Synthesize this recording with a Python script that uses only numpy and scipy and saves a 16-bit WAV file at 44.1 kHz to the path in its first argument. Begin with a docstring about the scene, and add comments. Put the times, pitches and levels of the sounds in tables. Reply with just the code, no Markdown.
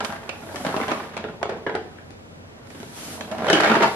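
"""Loose pieces knock and tumble in a cardboard puzzle box, tilted and turned over a table in a quiet room.
Each knock is a noise blow ringing the box modes, the air inside and one panel, with a crack on top;
the tumble is a random rain of small blows on the same modes, with ticks of noise.
Fingers slide over the glossy lid as shaped noise, and the room answers with a dense, gently shifting tail.
A faint appliance hum, two fuzzy tones, lies under the room noise."""
import sys
import numpy as np
from scipy import signal
from scipy.fft import rfft, irfft
from scipy.io import wavfile
from scipy.ndimage import uniform_filter1d

SR = 44100
rng = np.random.default_rng(int(sys.argv[2]) if len(sys.argv) > 2 else 0)


def transcribe(signal):
    """Save signal, clipped to [-1, 1], as a 16-bit WAV file at the path in sys.argv[1]."""
    frames = np.atleast_2d(signal).T
    limited = np.clip(frames, -1, 1)
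    pcm = np.round(limited * 32767).astype(np.int16)
    wavfile.write(sys.argv[1], SR, pcm)


N = 174195

# Ringing modes of the box. Each row: frequency in Hz, width in Hz, relative level in dB.
BOX_MODES = [(174, 58, -3), (220.3, 41, 4), (317, 24, -4), (415.6, 70, 6), (550, 43, -2.5), (625, 63, 5.5),
             (716, 140, 6.5), (802, 33, -3.5), (930, 55, -7), (1220, 150, -8), (1520, 130, -15),
             (2160, 300, -39), (2600, 280, -31), (3200, 360, -15)]
# Spectrum of cracking card. Each row: frequency in Hz, relative spectrum level in dB.
CRACK_COLOUR = [(590, -16), (1000, 3.5), (1740, 3), (2560, -5.5), (3050, -6.5), (6280, -20), (10800, -33.5),
                (15600, -72)]
# Stereo image of box and fingers. Each row: frequency in Hz, left-right likeness from -1 to 1.
BOX_LIKENESS = [(60, 0.96), (120, 1), (240, 0.95), (480, 0.99), (950, 0.58), (1890, -0.051), (3770, -0.16),
                (7520, -0.51), (15000, -0.41)]

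SOFT_HZ = 2840  # card on card is soft: the blow has little treble
LOW_CUT_HZ, EDGE_HZ = 110, 15600  # low cut of the box, top edge of the whole sound

# Tumbling pieces
PIECES_PER_S, PIECE_SPREAD_DB = 900, 4
CLUMP_DB, CLUMP_S = 2.5, .012  # pieces slip in small avalanches
DRIFT_DB, DRIFT_S = 4, .06  # pieces wander over the card, so each mode swells and fades
PIECE_TICK_S, PIECE_TICK_DB = .0025, -7.5  # tick decay, level beside the body at middle brightness
BRIGHT_DB = 12.5  # tilt per octave for a full step of brightness

# Knocks
SNAP, SNAP_S = .7, .0002  # first touch, against the noisy contact after it
SPLIT_HZ = 500  # air modes below, upper box modes above
SPOT_DB = 3  # spread of mode levels with the spot struck
AIR_DB, BODY_DB = -5, -13.5  # air beside the thump, upper modes below the knock level
THUMP_WIDTH_HZ, PANEL_WIDTH_HZ = 110, 170
OVERTONE, OVERTONE_DB = 1.696, -9.5  # second mode of the struck panel
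CRACK_S = .012

# Room
FADE_HALF_CYCLES_PER_S = 1.7  # how quickly the three reverberation tails take turns
ECHO_DB, ECHO_WAIT_S = -4.5, .003


def amp(db):
    """Decibels to linear gain."""
    return 10 ** (np.asarray(db) / 20)


def evened(x):
    """Scales to an rms of one."""
    return x / np.sqrt(np.mean(x ** 2) + 1e-20)


def read(points, hz):
    """Reads a frequency table between its points, on a log frequency axis."""
    f, value = np.transpose(points)
    return np.interp(np.log(hz + 1), np.log(f + 1), value)


def curve(table, column):
    """Draws one column of a time table as a line over the whole scene."""
    rows = np.transpose(table)
    return np.interp(np.arange(N) / SR, rows[0], rows[column])


def smoothed(x, seconds):
    """Two moving averages along time."""
    size = int(seconds * SR)
    return uniform_filter1d(uniform_filter1d(x, size), size)


def coloured(x, points):
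    """Filters by a spectrum in dB."""
    size = x.shape[-1]
    return irfft(rfft(x) * amp(read(points, np.fft.rfftfreq(size, 1 / SR))), size)


def ring(x, hz, width):
    """One damped mode struck by x; a wider mode dies sooner."""
    r = np.exp(-np.pi * abs(width) / SR)
    return signal.lfilter([.5, 0, -.5], [1, -2 * r * np.cos(2 * np.pi * hz / SR), r * r], x)


def double_ring(x, hz, width):
    """A mode with a rounded onset: a broad resonance feeds a narrow one."""
    return ring(ring(x, hz, 3 * width), hz, width)


def soften(x):
    """Soft card dulls the treble of a blow."""
    return signal.sosfilt(signal.butter(2, SOFT_HZ, fs=SR, output="sos"), x)


def two_ports(a, b):
    """Left is a; right blends a with b, alike in the bass and partly opposite in the treble."""
    size = len(a)
    same = np.clip(read(BOX_LIKENESS, np.fft.rfftfreq(size, 1 / SR)), -1, 1)
    right = same * rfft(a) + np.sqrt(1 - same ** 2) * rfft(b)
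    return np.array([a, irfft(right, size)])


def pair_noise(colour, likeness, patchy_db):
    """Stereo noise, partly alike left and right, with drifting patches in time and frequency."""
    frames, hz = N // 128 + 5, np.fft.rfftfreq(1024, 1 / SR)
    a, b, c, d, patch = rng.standard_normal((frames // 2, 513, 5)).T
    patch = uniform_filter1d(patch, size=12, axis=0)
    patch = evened(uniform_filter1d(patch, size=10, axis=1))
    same = np.clip(read(likeness, hz), -1, 1)[:, None]
    left = a + 1j * b
    right = same * left + np.sqrt(1 - same ** 2) * (c + 1j * d)
    z = np.array([left, right]) * amp(read(colour, hz)[:, None] + patchy_db * patch)
    return evened(signal.istft(z, nperseg=1024, noverlap=768)[1][:, :N])


def background():
    """Room noise and two appliance hum tones, each a sine made fuzzy by narrow noise around it."""
    # Room noise spectrum. Each row: frequency in Hz, relative spectrum level in dB.
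    noise_colour = [(20, -30), (40, -16), (70, -1), (120, 2.5), (200, 0), (330, -3), (600, -3.5),
                    (1000, -11), (2000, -14), (4000, -21), (8000, -29), (13000, -92), (15600, -70)]
    # Room noise image. Each row: frequency in Hz, left-right likeness from -1 to 1.
    noise_likeness = [(60, 1), (130, 0.82), (290, 0.13), (640, -0.03), (1410, -0.79), (3100, -0.77),
                      (6820, -0.61), (15000, -0.55)]
    # Hum tones. Each row: frequency in Hz, width of the fuzz in Hz, level in dB.
    hum_tones = [(90, 3.8, -52.5), (238.5, 9.3, -54.5)]
    hum = 0
    for hz, width, db in hum_tones:
        tone = np.sin(2 * np.pi * hz * np.arange(N) / SR)
        fuzz = evened(ring(rng.standard_normal(N), hz, width))
        hum = hum + amp(db) * evened(tone + 0.34 * fuzz)
    return amp(-44.5) * pair_noise(noise_colour, noise_likeness, patchy_db=0.5) + hum


def echoes(x, decay, wait_s):
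    """Dense reflections, each band dying at its own speed, partly alike left and right."""
    hz, t, z = signal.stft(rng.standard_normal((2, SR // 2)), SR, nperseg=128)
    tail = signal.istft(z * amp(-60 * t / read(decay, hz)[:, None]), SR, nperseg=128)[1]
    tail = two_ports(*np.pad(tail, ((0, 0), (int(wait_s * SR), 0))))
    return signal.fftconvolve(x[None], tail / np.linalg.norm(tail[0]), axes=1)[:, :N]


def shifting_room(x):
    """Three sets of reflections fade in and out in turn, at steady total power."""
    # Room decay. Each row: frequency in Hz, time to fall 60 dB in seconds.
    decay = [(200, 0.55), (600, 0.41), (1500, 0.31), (4000, 0.43), (10000, 0.13)]
    phase = np.pi * FADE_HALF_CYCLES_PER_S * np.arange(N) / SR
    room = 0
    for k in range(3):
        fade = np.sqrt(2 / 3) * np.cos(phase + k * np.pi / 3)
        room = room + echoes(x * fade, decay, ECHO_WAIT_S)
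    return amp(ECHO_DB) * room


def slide():
    """Skin dragging on glossy card: a fine, slightly patchy hiss."""
    # Loudness of the sliding as a line. Each row: time in seconds, level in dB.
    slide_level = [(0, -71), (.05, -39.5), (.2, -54), (.33, -53), (.5, -47.5), (.62, -41.5), (.95, -45.5),
                   (1.02, -49.5), (1.2, -61.5), (1.9, -62), (2.62, -63.5), (2.72, -51), (2.92, -47),
                   (2.98, -39), (3.14, -37.5), (3.22, -46.5), (3.3, -49.5), (3.4, -51), (3.55, -41),
                   (3.8, -43.5), (3.95, -41)]
    # Hiss spectrum. Each row: frequency in Hz, relative spectrum level in dB.
    slide_colour = [(500, -41), (1200, -7.5), (2500, -9.5), (5000, -10), (8000, -12), (11300, -10.5),
                    (13500, -21), (15600, -41)]
    return amp(curve(slide_level, 1)) * pair_noise(slide_colour, BOX_LIKENESS, patchy_db=0.9)


def tumble():
    """Many small pieces land at random; each side hears a piece through other modes of the box."""
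    # Flow of the pieces. Each row: time in seconds, level in dB, brightness from 0 to 1.
    flow = [(0.0, -34, 0.59), (0.22, -45, 0.65), (0.44, -42, 0.46), (0.58, -39.5, 0.52), (0.64, -37.5, 0.4),
            (0.68, -35, 0.78), (0.73, -36, 0.58), (0.78, -29.5, 0.54), (0.84, -32.5, 0.68),
            (0.875, -38, 0.44), (0.9, -29.5, 0.65), (0.96, -38, 0.66), (1.1, -40.5, 0.59),
            (1.22, -41, 0.54), (1.4, -48.5, 0.3), (1.53, -40, 0.24), (1.64, -49, 0.5), (1.88, -53, 0.64),
            (2.14, -61.5, 0.68), (2.69, -56, 0.68), (2.91, -50.5, 0.6), (3.12, -45.5, 0.07),
            (3.28, -39, 0.34), (3.37, -34.5, 0.41), (3.435, -27, 0.59), (3.49, -25, 0.66),
            (3.55, -21.5, 0.68), (3.62, -23, 0.79), (3.66, -22, 0.75), (3.73, -19, 0.61),
            (3.79, -28.5, 0.68), (3.85, -25.5, 0.8), (3.9, -42, 0.68), (3.95, -39.5, 0.76)]
    bright = curve(flow, 2) - .5
    landing = rng.random(N) < PIECES_PER_S / SR
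    hits = landing * amp(PIECE_SPREAD_DB * np.minimum(rng.exponential(1, N), 3))
    clump = evened(smoothed(rng.standard_normal(N), CLUMP_S))
    hits = hits * rng.choice([-1., 1.], N) * amp(CLUMP_DB * clump)

    spots = rng.random((N, 2, len(BOX_MODES))).T < .3  # a piece reaches about a third of the modes
    drifts = smoothed(rng.standard_normal((N, len(BOX_MODES))).T, DRIFT_S)
    body = 0
    for (hz, width, db), spot, drift in zip(BOX_MODES, spots, drifts):
        tilt = BRIGHT_DB * bright * np.log2(hz / 600)
        body = body + amp(db + DRIFT_DB * evened(drift) + tilt) * ring(hits * spot, hz, width)
    body = evened(soften(body))

    tick_decay = np.exp(-np.arange(600) / SR / PIECE_TICK_S)
    tick = coloured(rng.standard_normal((2, N)), CRACK_COLOUR)
    tick = evened(tick * signal.oaconvolve(abs(hits), tick_decay)[:N])
    tick = amp(PIECE_TICK_DB + 2.7 * BRIGHT_DB * bright) * tick
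    return two_ports(*(amp(curve(flow, 1)) * (body + tick)))


def knock(row, t):
    """A noisy blow rings the box modes by where it lands, the air inside and the nearest panel."""
    _, db, thump_db, thump_hz, crack_db, panel_db, panel_hz, contact_s, pan_db = row
    blow, crack = rng.standard_normal((2, 2, len(t)))
    spot = rng.standard_normal(len(BOX_MODES))
    contact = np.minimum(t / (0.096 * contact_s), 1) * np.exp(-t / contact_s)
    blow = blow * contact + SNAP * np.exp(-t / SNAP_S)

    soft_blow = soften(blow)
    air, body = 0, 0
    for (hz, width, mode_db), k in zip(BOX_MODES, spot):
        mode = amp(mode_db + SPOT_DB * k) * ring(soft_blow, hz, width)
        if hz < SPLIT_HZ:
            air = air + mode
        else:
            body = body + mode
    thump = double_ring(blow, thump_hz, THUMP_WIDTH_HZ)
    panel = double_ring(blow, panel_hz, PANEL_WIDTH_HZ)
    overtone = double_ring(blow, OVERTONE * panel_hz, OVERTONE * PANEL_WIDTH_HZ)
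    panel = panel + amp(OVERTONE_DB) * overtone
    crack = coloured(crack, CRACK_COLOUR) * contact * np.exp(-t / CRACK_S)
    crack = np.diff(crack, prepend=0)  # tilts the crack toward the treble

    # Even each part over its first 600 samples, so the levels set the balance of the attack
    thump, air, body, panel, crack = (part / np.sqrt(np.mean(part[:, :600] ** 2, 1, keepdims=True))
                                      for part in (thump, air, body, panel, crack))
    sound = amp(thump_db) * (thump + amp(AIR_DB) * air) + amp(db + BODY_DB) * body
    sound = sound + amp(panel_db) * panel + amp(crack_db) * crack
    # Silence ahead takes the backward spread of the stereo filter, then is cut away
    stereo = two_ports(*np.pad(sound, ((0, 0), (512, 0))))[:, 512:]
    return stereo * amp([[pan_db / 2], [-pan_db / 2]])


def knocks():
    """Single blows on the hollow box, each ringing out over those before it."""
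    # Knocks on the box. Each row: start in seconds, knock level in dB (upper modes sit BODY_DB from it),
    # thump level in dB, thump frequency in Hz, crack level in dB, struck panel level in dB,
    # panel frequency in Hz, contact decay in seconds, left over right in dB.
    knock_rows = [(0.005, -17.5, -48, 235, -32.5, -31, 1330, 0.0049, 0),
                  (0.047, -21, -61, 360, -28.5, -36, 1130, 0.01, -8.5),
                  (0.124, -20.5, -45.5, 168, -41, -36, 1500, 0.006, 2.5),
                  (0.292, -19.5, -54, 393, -35, -31, 2510, 0.0059, -5.5),
                  (0.301, -52, -68, 390, -62, -46, 2550, 0.035, -11),
                  (0.488, -32, -50, 255, -72, -43, 1610, 0.0055, 4),
                  (0.558, -21.5, -41, 179, -37, -35.5, 1790, 0.0058, 3),
                  (0.649, -11.5, -35, 224, -35, -51, 1350, 0.0065, 1.5),
                  (0.666, -13, -29.5, 219, -34.5, -40, 1704, 0.0026, -1),
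                  (0.690, -29, -34.5, 410, -48, -38, 690, 0.004, -2),
                  (0.742, -14.5, -34, 406, -55, -33, 820, 0.0057, 1.5),
                  (0.764, -14, -31, 210, -34, -37, 2620, 0.0083, 0),
                  (0.801, -21, -30.5, 404, -48, -27, 1037, 0.0026, -0.5),
                  (0.813, -18.5, -29.5, 201, -43, -33, 2100, 0.0035, -1),
                  (0.881, -15.5, -37, 420, -36.5, -40, 2900, 0.0069, -1.5),
                  (0.912, -27, -43, 304, -42, -32, 2260, 0.0069, -6),
                  (0.917, -9.5, -25.5, 198, -33, -25.5, 1010, 0.0041, 0),
                  (1.167, -16.5, -37, 310, -37.5, -36.5, 2460, 0.0062, -1.5),
                  (1.176, -22, -48, 310, -39, -44, 2500, 0.0033, 2),
                  (1.241, -21, -36, 387, -63, -39, 1470, 0.001, 0.5),
                  (1.248, -27, -34, 390, -62, -39, 1290, 0.0046, -3.5),
                  (1.286, -41, -49, 396, -64, -40.5, 1430, 0.002, -2),
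                  (1.415, -37, -40.5, 430, -80, -39, 770, 0.0067, 7),
                  (1.429, -8.5, -39, 417, -34.5, -31, 1010, 0.0037, -3),
                  (1.455, -19, -33.5, 435, -54, -62, 1750, 0.0042, 2),
                  (1.493, -14, -32, 416, -40, -46, 1320, 0.015, -1),
                  (1.521, -26.5, -33, 426, -56, -42, 1560, 0.01, 1),
                  (1.571, -41, -36.5, 406, -53, -62, 1650, 0.0053, -4.5),
                  (1.665, -18, -26, 364, -55, -27.5, 1570, 0.009, 0),
                  (1.694, -14.5, -34.5, 445, -79, -37, 1740, 0.0078, -4),
                  (1.741, -38, -39.5, 316, -75, -36, 1540, 0.01, 3),
                  (1.751, -15, -26.5, 440, -35.5, -29.5, 1540, 0.0076, -1),
                  (1.984, -43, -54.5, 318, -72, -48.5, 1640, 0.0032, 10),
                  (2.106, -50, -56, 250, -56.5, -81, 1590, 0.003, 15.5),
                  (2.671, -41, -58, 224, -62, -75, 1750, 0.0047, -16),
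                  (2.702, -40, -51, 238, -47.5, -55, 2450, 0.012, -6),
                  (2.747, -49, -43, 268, -50, -53, 1490, 0.025, 0),
                  (2.801, -60, -41, 203, -46, -63, 1400, 0.011, 1.5),
                  (2.83, -34.5, -40.5, 420, -45, -55, 1320, 0.0039, -0.5),
                  (3.209, -22, -45, 197, -34, -38, 790, 0.0053, -3),
                  (3.313, -23.5, -40, 228, -37.5, -57, 1660, 0.018, -2),
                  (3.35, -42, -64, 300, -49, -48, 606, 0.0091, -2),
                  (3.383, -25, -53, 302, -42, -41, 906, 0.0038, 0),
                  (3.445, -17, -32, 447, -42, -32.5, 1540, 0.0057, -2),
                  (3.468, -22, -39, 445, -35, -36, 1600, 0.0025, -4),
                  (3.484, -16, -29, 400, -38, -28.5, 3130, 0.0057, -1.5),
                  (3.5, -21, -18.5, 417, -20, -22.5, 1480, 0.0055, 1),
                  (3.529, -34, -17, 322, -18.5, -21, 2970, 0.011, 1),
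                  (3.554, -15, -26.5, 427, -30, -23, 1510, 0.0041, -1.5),
                  (3.605, -41, -27, 423, -23, -38, 1550, 0.013, -0.5),
                  (3.634, -10, -42, 406, -32, -21.5, 1640, 0.0036, 1),
                  (3.647, -11, -33, 500, -29, -23, 1480, 0.0027, 1),
                  (3.661, -14, -31, 560, -42, -26, 2210, 0.0034, -3),
                  (3.699, -8, -28, 344, -50, -27.5, 1290, 0.0061, 4),
                  (3.717, -7.5, -31, 445, -32.5, -22.5, 1150, 0.003, 1),
                  (3.744, -11, -30, 443, -42, -35, 1290, 0.0026, 1),
                  (3.767, -8, -22, 396, -57, -27, 1290, 0.0031, 0.5),
                  (3.808, -7, -26.5, 383, -40, -38, 1000, 0.0036, 1),
                  (3.827, -12, -29.5, 380, -27.5, -33, 1350, 0.0087, -2),
                  (3.836, -11, -41, 400, -45, -40, 1110, 0.002, -5),
                  (3.841, -17, -33, 370, -34, -18, 790, 0.0047, 5.5),
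                  (3.878, -14, -49, 390, -40, -31, 795, 0.003, 0)]
    size = 7680
    out, t = np.zeros((2, N + size)), np.arange(size) / SR
    for row in knock_rows:
        at = round(row[0] * SR)
        out[:, at:at + size] += knock(row, t)
    return out[:, :N]


def scene():
    """The box, its reflections, the fingers and the room noise together."""
    box = knocks() + tumble() * amp([[-.6], [.6]])  # the tumble leans right
    box = signal.sosfilt(signal.butter(2, LOW_CUT_HZ, "high", fs=SR, output="sos"), box)
    return box + shifting_room(box[0]) + slide() + background()


def record(dry):
    """Soft overload, strongest on the loudest knocks, then the band limit."""
    band_limit = signal.firwin(511, EDGE_HZ, window=("kaiser", 9), fs=SR)
    return signal.oaconvolve(np.tanh(dry), band_limit[None], "same")


dry = scene()
out = record(dry)
transcribe(out)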